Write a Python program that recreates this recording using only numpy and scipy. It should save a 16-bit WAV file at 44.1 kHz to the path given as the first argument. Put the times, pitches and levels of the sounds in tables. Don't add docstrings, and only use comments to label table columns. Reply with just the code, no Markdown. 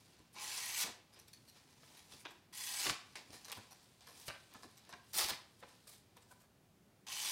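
import sys
import numpy as np
from scipy import signal
from scipy.fft import rfft, irfft
from scipy.io import wavfile
from scipy.ndimage import uniform_filter1d, map_coordinates

SR = 44100
rng = np.random.default_rng(int(sys.argv[2]) if len(sys.argv) > 2 else 0)


def undo_db(level):
    steps = np.asarray(level, float) / 20
    return 10 ** steps


def pcm_store(signal):
    levels = np.round(np.clip(np.atleast_2d(signal), -1, 1) * 32767)
    wavfile.write(sys.argv[1], SR, levels.astype(np.int16).T)


N = 322371


def rms_one(x):
    return x / np.sqrt(np.mean(x ** 2) + 1e-20)


def at_hz(points, hz):
    table_hz, table_db = np.transpose(points)
    return np.interp(np.log(hz), np.log(table_hz), table_db)


def drift(rate_hz):
    r = np.exp(-80 * np.pi * rate_hz / SR)
    noise = rng.standard_normal(N // 40 + 2002)
    slow = signal.lfilter([1], [1, -2 * r, r * r], noise)[2000:]
    return np.interp(np.arange(N) / 40, np.arange(len(slow)), rms_one(slow))


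def crackle(count, per_s, spread_db):
    sizes = undo_db(spread_db * np.minimum(rng.exponential(1, count), 5))
    sizes = sizes * rng.choice([-1, 1], count)
    return rms_one(sizes * (rng.random(count) < per_s / SR) + 1e-9)


def resonance(x, hz, width_hz):
    r = np.exp(-np.pi * width_hz / SR)
    poles = [1, -2 * r * np.cos(2 * np.pi * hz / SR), r * r]
    return signal.lfilter([(1 - r * r) / 2, 0, (r * r - 1) / 2], poles, x)


def band(x, low_hz, high_hz, order=2):
    return signal.sosfilt(signal.butter(order, [low_hz, high_hz], "band", fs=SR, output="sos"), x)


def strokes(tables):
    t = np.arange(N) / SR
    level_db, bright_db = np.full(N, -150.0), np.zeros(N)
    for rows in tables:
        s, row_db, row_bright_db = np.transpose(rows)
        on = (t >= s[0]) & (t <= s[-1])
        level_db[on] = np.interp(t[on], s, row_db)
        bright_db[on] = np.interp(t[on], s, row_bright_db)
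    return uniform_filter1d(undo_db(level_db), size=120), bright_db - np.median(np.vstack(tables)[:, 2])


BAND_EDGES_HZ = 220 * 2 ** np.arange(0, 6.3, 1 / 5)
CONTROL_HZ = np.array([700, 2500, 5500, 11000])


def sheet_colour(x, stroke, lean, colour, patchy_db, patch_hz):
    level, bright_db = stroke
    live = level > 1e-7
    out, steady, heard = 0, 0, np.zeros(N)
    for k, (low, high) in enumerate(zip(BAND_EDGES_HZ, BAND_EDGES_HZ[1:])):
        hz = np.sqrt(low * high)
        colour_db = at_hz(colour, min(hz, 15000))
        part = band(x[live], low, high) * undo_db(colour_db) * (-1) ** k
        share = np.interp(np.log(hz), np.log(CONTROL_HZ), lean)
        out = out + part * undo_db(share * bright_db[live] + patchy_db * drift(patch_hz)[live])
        steady = steady + part
    heard[live] = out / np.std(band(steady, 1500, 12000))
    return level * heard


# f/Hz, level/dB per Hz
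HUM_COLOUR = [(15, -53), (25, -24.5), (104, -4), (144, -6), (216, -8), (248, -8.5), (316, -13.5),
              (352, -11.5), (437, -15.5), (791, -19), (955, -22.5), (1430, -24), (15800, -35)]


def hum():
    f = np.fft.rfftfreq(N, 1 / SR)
    noise = irfft(rfft(rng.standard_normal(N)) * undo_db(at_hz(HUM_COLOUR, np.maximum(f, 1))), N)
    return undo_db(-69.5 + 0.21 * drift(0.22)) * rms_one(noise)


# t/s, level/dB, brightness/dB
HANDS = [(0, -66, 2), (.2, -68, -9), (.32, -75, -12), (1.1, -80, 1), (1.45, -70.5, 1), (1.67, -69, -4),
         (1.95, -65.5, 0), (2.24, -73, 9), (2.5, -77, -28), (3.1, -66, -3), (3.85, -67.5, -1.5),
         (3.999, -72.5, 0), (4.42, -67, -1), (5.09, -69.5, -3), (5.55, -72.5, 2), (6.42, -77, -9),
         (6.55, -89, -15), (7.31, -101, 2)]
# peak t/s, peak level/dB, rise/s, fall/s, brightness/dB
SLIPS = [(1.185, -58.5, 0.076, 0.059, -13), (1.284, -59.5, 0.015, 0.029, -1), (1.338, -63, 0.015, 0.032, 0),
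         (1.48, -78, 0.014, 0.64, 0), (2.138, -55.5, 0.088, 0.085, 0), (2.257, -45, 0.0078, 0.014, -46.5),
         (2.29, -61, .03, 0.12, -11), (3.156, -43.5, 0.0025, 0.045, -9), (3.343, -53.5, 0.046, 0.081, 1.5),
         (3.498, -53, 0.085, 0.026, -1), (3.529, -39, 0.012, 0.0047, -4), (3.55, -56, 0.0092, 0.14, -6),
         (3.722, -78, .04, 0.07, 6), (4.009, -62, 0.0027, 0.51, -6), (4.215, -56, 0.12, 0.1, 7),
         (4.283, -48, 0.024, 0.015, 12), (4.285, -46, 0.0022, 0.027, -9), (4.552, -56.5, 0.041, 0.056, -9),
         (4.64, -63, 0.048, 0.034, 6), (4.938, -59.5, 0.14, 0.018, -15), (5.634, -58.5, 0.033, 0.037, -18),
         (5.69, -61.5, 0.066, 0.14, -2.5), (5.935, -59.5, 0.078, 0.06, 7),
         (6.178, -58.5, 0.018, 0.0086, -23), (6.318, -65.5, 0.038, 0.029, 12),
         (1.86, -67, 0.03, 0.045, 4), (3.33, -57, .004, .07, 4), (1.585, -60.5, 0.075, 0.047, -3.5),
           (2.0, -59.5, 0.22, 0.034, -1.5), (2.205, -64, 0.054, 0.032, 14), (5.118, -63, 0.044, 0.028, 5),
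           (5.605, -68.5, 0.029, 0.054, 21), (5.874, -59, 0.004, 0.076, 11.5),
           (3.835, -70, 0.018, 0.02, 20), (5.09, -68.5, .02, .04, 15), (6.225, -65.5, .03, 0.033, 3),
           (6.42, -71, 0.076, 0.031, 15)]
SLIP_SWING_DB = 15


def fingers():
    t = np.arange(N) / SR
    s, db, bright_db = np.transpose(HANDS)
    power = undo_db(2 * np.interp(t, s, db))
    leaning = power * np.interp(t, s, bright_db)
    for s, db, rise_s, fall_s, bright_db in SLIPS:
        away = np.maximum((s - t) / max(rise_s, .002), (t - s) / max(fall_s, .002))
        slip = undo_db(2 * (db - SLIP_SWING_DB * away))
        power, leaning = power + slip, leaning + bright_db * slip
    return np.sqrt(power), leaning / power


# f/Hz, level/dB per Hz
RUB_COLOUR = [(260, -6.5), (450, -6.5), (595, -7), (765, -1.5), (1150, -7.5), (2240, -3.5), (3490, -1.5),
              (8810, -5), (15200, -16.5)]


def rubs():
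    grains = crackle(count=N, per_s=5000, spread_db=2.0) * undo_db(1.37 * drift(70))
    hollow = undo_db(-13) * resonance(grains, hz=4860, width_hz=400)
    return undo_db(-4.0) * sheet_colour(grains + hollow, fingers(), lean=[-0.28, -0.17, 0.17, 0.9],
                                    colour=RUB_COLOUR, patchy_db=1.5, patch_hz=36.0)


# t/s, peak level/dB, low edge f/Hz, high edge f/Hz
TICKS = [(0.3294, -55, 6500, 14000), (0.168, -62, 3500, 7000), (1.1905, -48, 4200, 13000),
         (2.1234, -49, 3200, 12000), (3.4472, -39, 3500, 8000), (3.5182, -28.5, 3000, 14500),
         (4.008, -50, 3000, 8000), (4.017, -54, 3000, 6500), (4.070, -48, 1500, 9000),
         (4.078, -47, 900, 3000), (4.2815, -35, 1000, 9000), (4.5385, -46, 900, 14000),
         (4.8923, -51, 3220, 12000), (6.169, -48, 3200, 12000), (2.8935, -30, 1500, 9000),
         (2.8965, -24, 1000, 7000), (2.904, -29, 1200, 5000), (2.867, -30, 1000, 6000),
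         (3.305, -53, 3800, 9000), (3.4995, -43, 3500, 11000), (3.507, -45, 3500, 7500),
         (3.5278, -38, 3770, 14000), (3.5685, -51, 5000, 15000), (4.634, -49, 3500, 10000),
         (4.627, -52, 3500, 8000), (4.640, -51, 3500, 12000), (4.714, -54, 3500, 12000),
         (4.853, -57, 3500, 12000), (4.566, -52, 3500, 9000), (5.134, -40, 3500, 15500),
         (0.359, -54, 800, 6000), (2.539, -46, 1500, 9000), (2.2528, -41, 600, 5500),
         (2.2595, -42, 800, 4500), (5.628, -47, 500, 2500), (5.636, -46, 600, 3800),
         (4.288, -36, 700, 4500), (3.156, -38, 1500, 9000), (5.946, -56, 3500, 9000),
         (5.956, -57, 3500, 7000), (5.872, -54, 3500, 13000), (5.982, -58, 6000, 9500),
         (1.833, -54, 700, 5000), (4.9265, -42, 700, 6000), (4.9385, -46, 900, 6500),
         (3.577, -50, 4000, 15000), (1.198, -50, 4500, 12500), (1.216, -56, 5000, 12500)]
TICK_DECAY_S = 0.0012


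def ticks():
    out, t = np.zeros(N + 400), np.arange(400) / SR
    for s, peak_db, low_hz, high_hz in TICKS:
        click = rng.standard_normal(len(t)) * np.exp(-t / TICK_DECAY_S) + 5.1 * (t == 0)
        tick = band(click, low_hz, min(high_hz, 17000), order=3)
        out[round(s * SR):][:len(t)] += undo_db(peak_db + 2.0) * tick / np.abs(tick).max()
    return out[:N]


# t/s, peak level/dB, body re peak/dB, ring f/Hz, burst/s
CRISP = [(0.186, -57, -3, 4200, 0.011), (1.129, -55.5, -23, 5200, 0.027), (1.195, -43.5, -24, 5900, 0.0062),
         (1.275, -52.5, -26, 3940, 0.015), (1.329, -48, -26, 4540, 0.023), (1.478, -50, -23, 4400, 0.022),
         (1.968, -51, -44, 3390, 0.016), (2.194, -55, -27, 2700, 0.033), (2.304, -51.5, -4, 2920, 0.018),
         (3.451, -42.5, -9, 5000, 0.0081), (3.483, -41.5, 1, 4970, 0.0032), (3.57, -50, 9.5, 2340, 0.017),
         (3.708, -48, -2, 5240, 0.024), (4.068, -50.5, 0, 5940, 0.058), (4.769, -51.5, -26, 5170, 0.026),
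         (4.892, -50.5, 4, 5100, 0.021), (5.3, -39, 1, 4500, 0.017), (5.868, -54, -2.5, 7540, 0.027),
         (6.165, -56.5, 7, 3400, 0.02), (6.305, -60.5, 13.5, 2470, 0.022), (6.412, -67.5, 6.5, 5230, 0.042)]
# t/s, peak level/dB, body re peak/dB, ring f/Hz, burst/s
DULL = [(0.803, -31.5, -27, 4400, 0.027), (1.8317, -53, 5, 3030, 0.01), (2.121, -44, -14, 3800, 0.017),
        (2.2546, -37, -7, 2860, 0.016), (2.857, -31, -7, 2390, 0.028), (2.896, -23.5, -4.5, 3050, 0.0084),
        (4.282, -35, -2.5, 2500, 0.026), (3.156, -34.5, -32, 2520, 0.0089),
        (3.3042, -45.5, -28, 4730, 0.011), (3.331, -48.5, -8.5, 4910, 0.043),
        (3.4986, -35, -7, 5000, 0.0032), (3.5243, -32.5, -15, 2760, 0.0089),
        (4.342, -43.5, -5, 2010, 0.021), (4.518, -64, 12, 2660, 0.012), (4.544, -52.5, 12, 2900, 0.013),
        (4.6318, -45, 1.5, 4800, 0.015), (4.9277, -40, 0, 3460, 0.003), (4.933, -38, 0, 1920, 0.0078),
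        (4.95, -53, 0, 1900, 0.0071), (3.507, -41.5, 2, 2400, 0.0093), (5.626, -49, 12, 2350, 0.014)]
CRISP_EDGE_DB, DULL_EDGE_DB = 0.5, -25
FACET_MODES, FACET_WIDTH, FACET_DB = 9, .05, 9


def snaps():
    out, t = np.zeros(N + 6000), np.arange(6000) / SR
    crisp = [row + (CRISP_EDGE_DB,) for row in CRISP]
    dull = [row + (DULL_EDGE_DB,) for row in DULL]
    for s, peak_db, body_db, hz, length_s, edge_db in sorted(crisp + dull):
        clicks = crackle(count=len(t), per_s=7600, spread_db=5.5)
        clicks = clicks + undo_db(1.5) * resonance(clicks, hz, 0.2 * hz)
        pitches = np.geomspace(500, 13000, FACET_MODES) * rng.uniform(.85, 1.15, FACET_MODES)
        clicks = clicks + undo_db(FACET_DB) * sum(resonance(clicks, p, FACET_WIDTH * p) for p in pitches)
        length_s = max(length_s, .003)
        rise_s = np.interp(peak_db, [-52, -40], [.005, .0008])
        body = (396, 1690, body_db, 0.013)
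        ring = (1430, max(1.37 * hz, 3300), 0.01, 0.0072)
        edge = (5560, 13700, edge_db, 0.004)
        snap = 0
        for low, high, db, dying_s in [body, ring, edge]:
            run = np.minimum(t / rise_s, 1) * undo_db(-4.0 * t / length_s)
            run = run * np.exp(-np.maximum(t - length_s, 0) / dying_s)
            burst = run * band(clicks, low, high)
            burst = burst * np.linalg.norm(run) / np.linalg.norm(burst)
            snap = snap + undo_db(db) * band(burst, low, high)
        out[round((s - .0015) * SR):][:len(t)] += undo_db(peak_db - 12.5) * snap
    return out[:N]


# t/s, peak level/dB, f/Hz
FLAPS = [(0.836, -54.5, 178), (0.873, -53.5, 221), (2.857, -43.5, 307), (2.899, -47, 128),
         (3.292, -58.5, 98), (3.57, -52.5, 106), (4.275, -49.5, 129), (4.548, -58, 100),
         (4.636, -52.5, 228), (4.931, -59.5, 94), (5.148, -56, 184), (5.306, -49.5, 80), (0.192, -61, 316),
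         (3.326, -57, 111), (5.232, -53, 69.6), (5.625, -61.5, 565), (3.611, -70, 165), (2.127, -61, 256)]


def flaps():
    out, t = np.zeros(N + 6000), np.arange(6000) / SR
    swell = (t / 0.007) * np.exp(1 - t / 0.012)
    for s, peak_db, hz in FLAPS:
        rumble = rms_one(band(rng.standard_normal(len(t)), 53, 427))
        push = (0.6 * np.sin(2 * np.pi * hz * t) + 0.79 * rumble) * swell
        out[round(s * SR):][:len(t)] += undo_db(peak_db - 7.5) * push
    return out[:N]


# f/Hz, width/Hz, level/dB
BLADE = [(1615, 45, -1), (1914, 53, 2.5), (2278, 39, 2), (2570, 45, 3.5), (2735, 27, 1), (3030, 68, 1),
         (3396, 53, -5), (3840, 35, -3), (4240, 30, 4), (4420, 28, -14), (4890, 29, -1), (5200, 13, -7),
         (5890, 33, -0.5), (6460, 31, 0)]
BLADE_WAVER_DB = 1.8


def blade(fibres):
    wavering = drift(14.0)
    out = 0
    for k, (hz, width_hz, db) in enumerate(BLADE):
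        swell = undo_db(db + BLADE_WAVER_DB * np.roll(wavering, k * 21000))
        out = out + swell * resonance(fibres, hz, width_hz)
    return out


# t/s, level/dB, brightness/dB
CUTS = [
    [(.331, -69, 11), (.364, -54.5, -20), (.42, -46.5, -6), (.55, -43, -4.5), (.74, -44.5, -4),
     (.815, -33.5, 1), (.836, -33, -2.5), (.85, -51.5, -33), (.905, -51.5, -23)],
    [(2.527, -57, -2), (2.543, -51.5, 0.5), (2.642, -45.5, 0.5), (2.765, -43.5, -2), (2.835, -38, -3.5),
     (2.862, -32.5, -9), (2.885, -40, -11), (2.908, -40, -5), (2.925, -62, -22)],
    [(7.067, -53, -9), (7.08, -50.5, -6), (7.13, -45, -2), (7.19, -44.5, -1.5), (7.244, -40, -3.5),
     (7.31, -40.5, 0)],
]
# f/Hz, level/dB per Hz
CUT_COLOUR = [(180, -47), (300, -14.5), (467, -15), (516, -15), (730, -9), (831, -5), (1400, -8),
              (1950, -3.5), (3950, -2), (4810, 0.5), (10400, -6), (15200, -12)]
# f/Hz, width/Hz, level/dB
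SHEET = [
    [[(850, 28, -22), (5200, 46, -9), (3740, 38, -9), (4060, 30, -18), (4910, 33, -13), (5890, 30, -12),
     (6900, 36, -17), (7360, 79, 4), (9550, 250, -3), (10200, 40, -21), (10900, 45, -6)],
     [(2060, 240, -1.5), (3300, 16, -13), (6200, 89, 0), (6500, 42, -17), (6760, 86, -10), (7800, 88, -3),
     (8440, 27, 2), (9000, 40, 1.5), (10200, 47, -8), (11200, 39, -3), (12400, 180, -7)]],
    [[(3400, 66, 1), (1970, 120, -7), (4890, 39, 4), (5900, 50, -7), (7460, 67, -15), (8700, 160, -6),
     (10000, 87, -24), (11000, 45, -14), (11700, 36, -12), (12600, 32, -25), (12800, 30, -20)],
     [(830, 62, -2.5), (3400, 66, -12), (4900, 57, 16), (6130, 34, 11.5), (7950, 36, -2), (7900, 26, -3),
     (8350, 28, -17), (8600, 130, -5), (9500, 34, -4), (10400, 28, -12), (12700, 66, -14)]],
    [[(850, 15, -12), (3020, 380, 9), (3080, 16, -7), (3560, 37, 1), (4400, 40, -16), (4910, 95, -24),
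     (6050, 69, -1), (7100, 36, -18), (7640, 35, -33), (8260, 66, -6), (10300, 45, -6)], [(840, 69, -3),
     (3050, 57, -4), (3390, 65, 2), (3810, 26, 3), (4800, 92, 5), (5600, 60, 10), (5900, 34, -14),
     (8370, 37, -1), (8300, 32, -4), (9100, 45, -2), (11750, 53, 2)]],
]
# t/s, spread/s
SHEET_TURNS = [
    (.59, 0.059),
    (2.7, 0.024),
    (7.2, 0.028),
]
# f/Hz, width/Hz, level/dB
LOW_MODES = [(840, 7.3, 0), (1030, 50, -2)]
BITE_DB, BITE_S, BITE_BELOW_HZ = 16.5, .09, 1100
RING_DB, RING_WAVER_DB = 1.5, 2.5
PARTING_S = 0.1


def cuts():
    fibres = crackle(count=N, per_s=6000, spread_db=2.8) * undo_db(1.2 * drift(150))
    rings, shaken = np.zeros(N), blade(fibres)
    for rows, (early, late), (turn_s, spread_s) in zip(CUTS, SHEET, SHEET_TURNS):
        start_s, end_s = rows[0][0], rows[-1][0]
        span = slice(round(start_s * SR) - 400, round(end_s * SR) + 400)
        t = np.arange(N)[span] / SR
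        bite_db = BITE_DB * np.exp(-(t - t[0]) / BITE_S)
        turned = (1 + np.tanh((t - turn_s) / spread_s)) / 2
        shares = [1] * len(LOW_MODES) + [1 - turned] * len(early) + [turned] * len(late)
        held = np.clip((end_s - PARTING_S - t) / .04, 0, 1)
        if t[-1] > 7:
            held = np.ones(len(t))
        rings[span] += shaken[span] * held
        wavering = drift(15.0)
        for k, (hz, width_hz, db) in enumerate(LOW_MODES + early + late):
            stands_db = np.clip(db - at_hz(CUT_COLOUR, hz), -10, 0) + bite_db * (hz < BITE_BELOW_HZ)
            swell = undo_db(RING_DB + stands_db + RING_WAVER_DB * wavering[k * 8000:][:len(t)])
            damped_hz = width_hz + .016 * max(hz - BITE_BELOW_HZ, 0)
            rings[span] += resonance(fibres[span], hz, damped_hz) * swell * held * shares[k]
    return undo_db(-2.0) * sheet_colour(fibres + rings, strokes(CUTS), lean=[-0.77, -0.19, 0.059, 0.64],
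                                    colour=CUT_COLOUR, patchy_db=1.8, patch_hz=40.0)


# t/s, level/dB, brightness/dB
TEAR = [
    [(5.126, -72, 1), (5.132, -53, 6), (5.142, -41.5, 5.5), (5.175, -35, 5.5), (5.212, -33, 1),
     (5.278, -42.5, 0.5), (5.302, -34.5, 1.5), (5.316, -46.5, -9), (5.34, -59.5, -21)],
]
# f/Hz, level/dB per Hz
TEAR_COLOUR = [(180, -46), (300, -21), (371, -8), (475, -11.5), (817, -5), (1250, -5.5), (4090, -2),
               (15200, -11.5)]
# t/s, level re tear/dB
JERKS = [(5.134, 12), (5.149, 6), (5.168, 4), (5.1757, 5), (5.185, 4), (5.197, -8), (5.203, -11),
         (5.210, 0), (5.227, 2), (5.246, 8), (5.262, 11), (5.286, 12)]
JERK_S = 0.00047


def tear():
    t = np.arange(N) / SR
    jerk_db = sum(db * np.exp(-np.abs(t - s) / JERK_S) for s, db in JERKS)
    fibres = crackle(count=N, per_s=8300, spread_db=2.5) * undo_db(jerk_db + 1.54 * drift(75))
    return undo_db(-3.0) * sheet_colour(fibres, strokes(TEAR), lean=[-0.61, -0.84, -0.1, 1],
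                                    colour=TEAR_COLOUR, patchy_db=2.0, patch_hz=35.0)


# f/Hz, width/Hz, level/dB
LOOSE_SHEET = [(1007, 98, -2), (1710, 660, -15), (2400, 100, -14)]


def loose_sheet(x):
    return x + sum(undo_db(db) * resonance(x, hz, width_hz) for hz, width_hz, db in LOOSE_SHEET)


TABLE_LAG_S, TABLE_SWAY_S, TABLE_DB = .00021, .000012, -18.5


def table_echo(x):
    late = np.arange(N) - SR * (TABLE_LAG_S + TABLE_SWAY_S * drift(1.35))
    echo = map_coordinates(x, [late], order=3)
    return (x + undo_db(TABLE_DB) * echo) / np.sqrt(1 + undo_db(2 * TABLE_DB))


# f/Hz, t60/s
ROOM = [(200, 0.52), (1400, 0.46), (4000, 0.39), (9000, 0.29), (15000, 0.19)]
ROOM_DB = -7


def room(x):
    t, tail = np.arange(SR // 2) / SR, 0
    white = rng.standard_normal((2, len(t)))
    for k, low in enumerate(BAND_EDGES_HZ[:-1]):
        decay = undo_db(-60 * t / at_hz(ROOM, low))
        tail = tail + band(white[k % 2], low, low * 2 ** (1 / 5)) * decay
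    tail = tail * np.clip((t - .004) / 0.0013, 0, 1)
    return undo_db(ROOM_DB) * signal.fftconvolve(x, tail / np.sqrt(np.sum(tail ** 2)))[:N]


def scene():
    sliced = cuts()
    handled = loose_sheet(rubs() + snaps())
    handled = table_echo(handled + ticks() + tear())
    reverb = room(sliced + undo_db(-2) * handled)
    return (sliced + handled + reverb + flaps() + hum())[None]


def band_limit(x):
    return signal.sosfilt(signal.butter(12, 16740, fs=SR, output="sos"), x)


def record(dry):
    low_pass = signal.ellip(9, .2, 50, 15800, fs=SR, output="sos")
    return band_limit(signal.sosfilt(low_pass, dry))


dry = scene()
out = record(dry)
pcm_store(out)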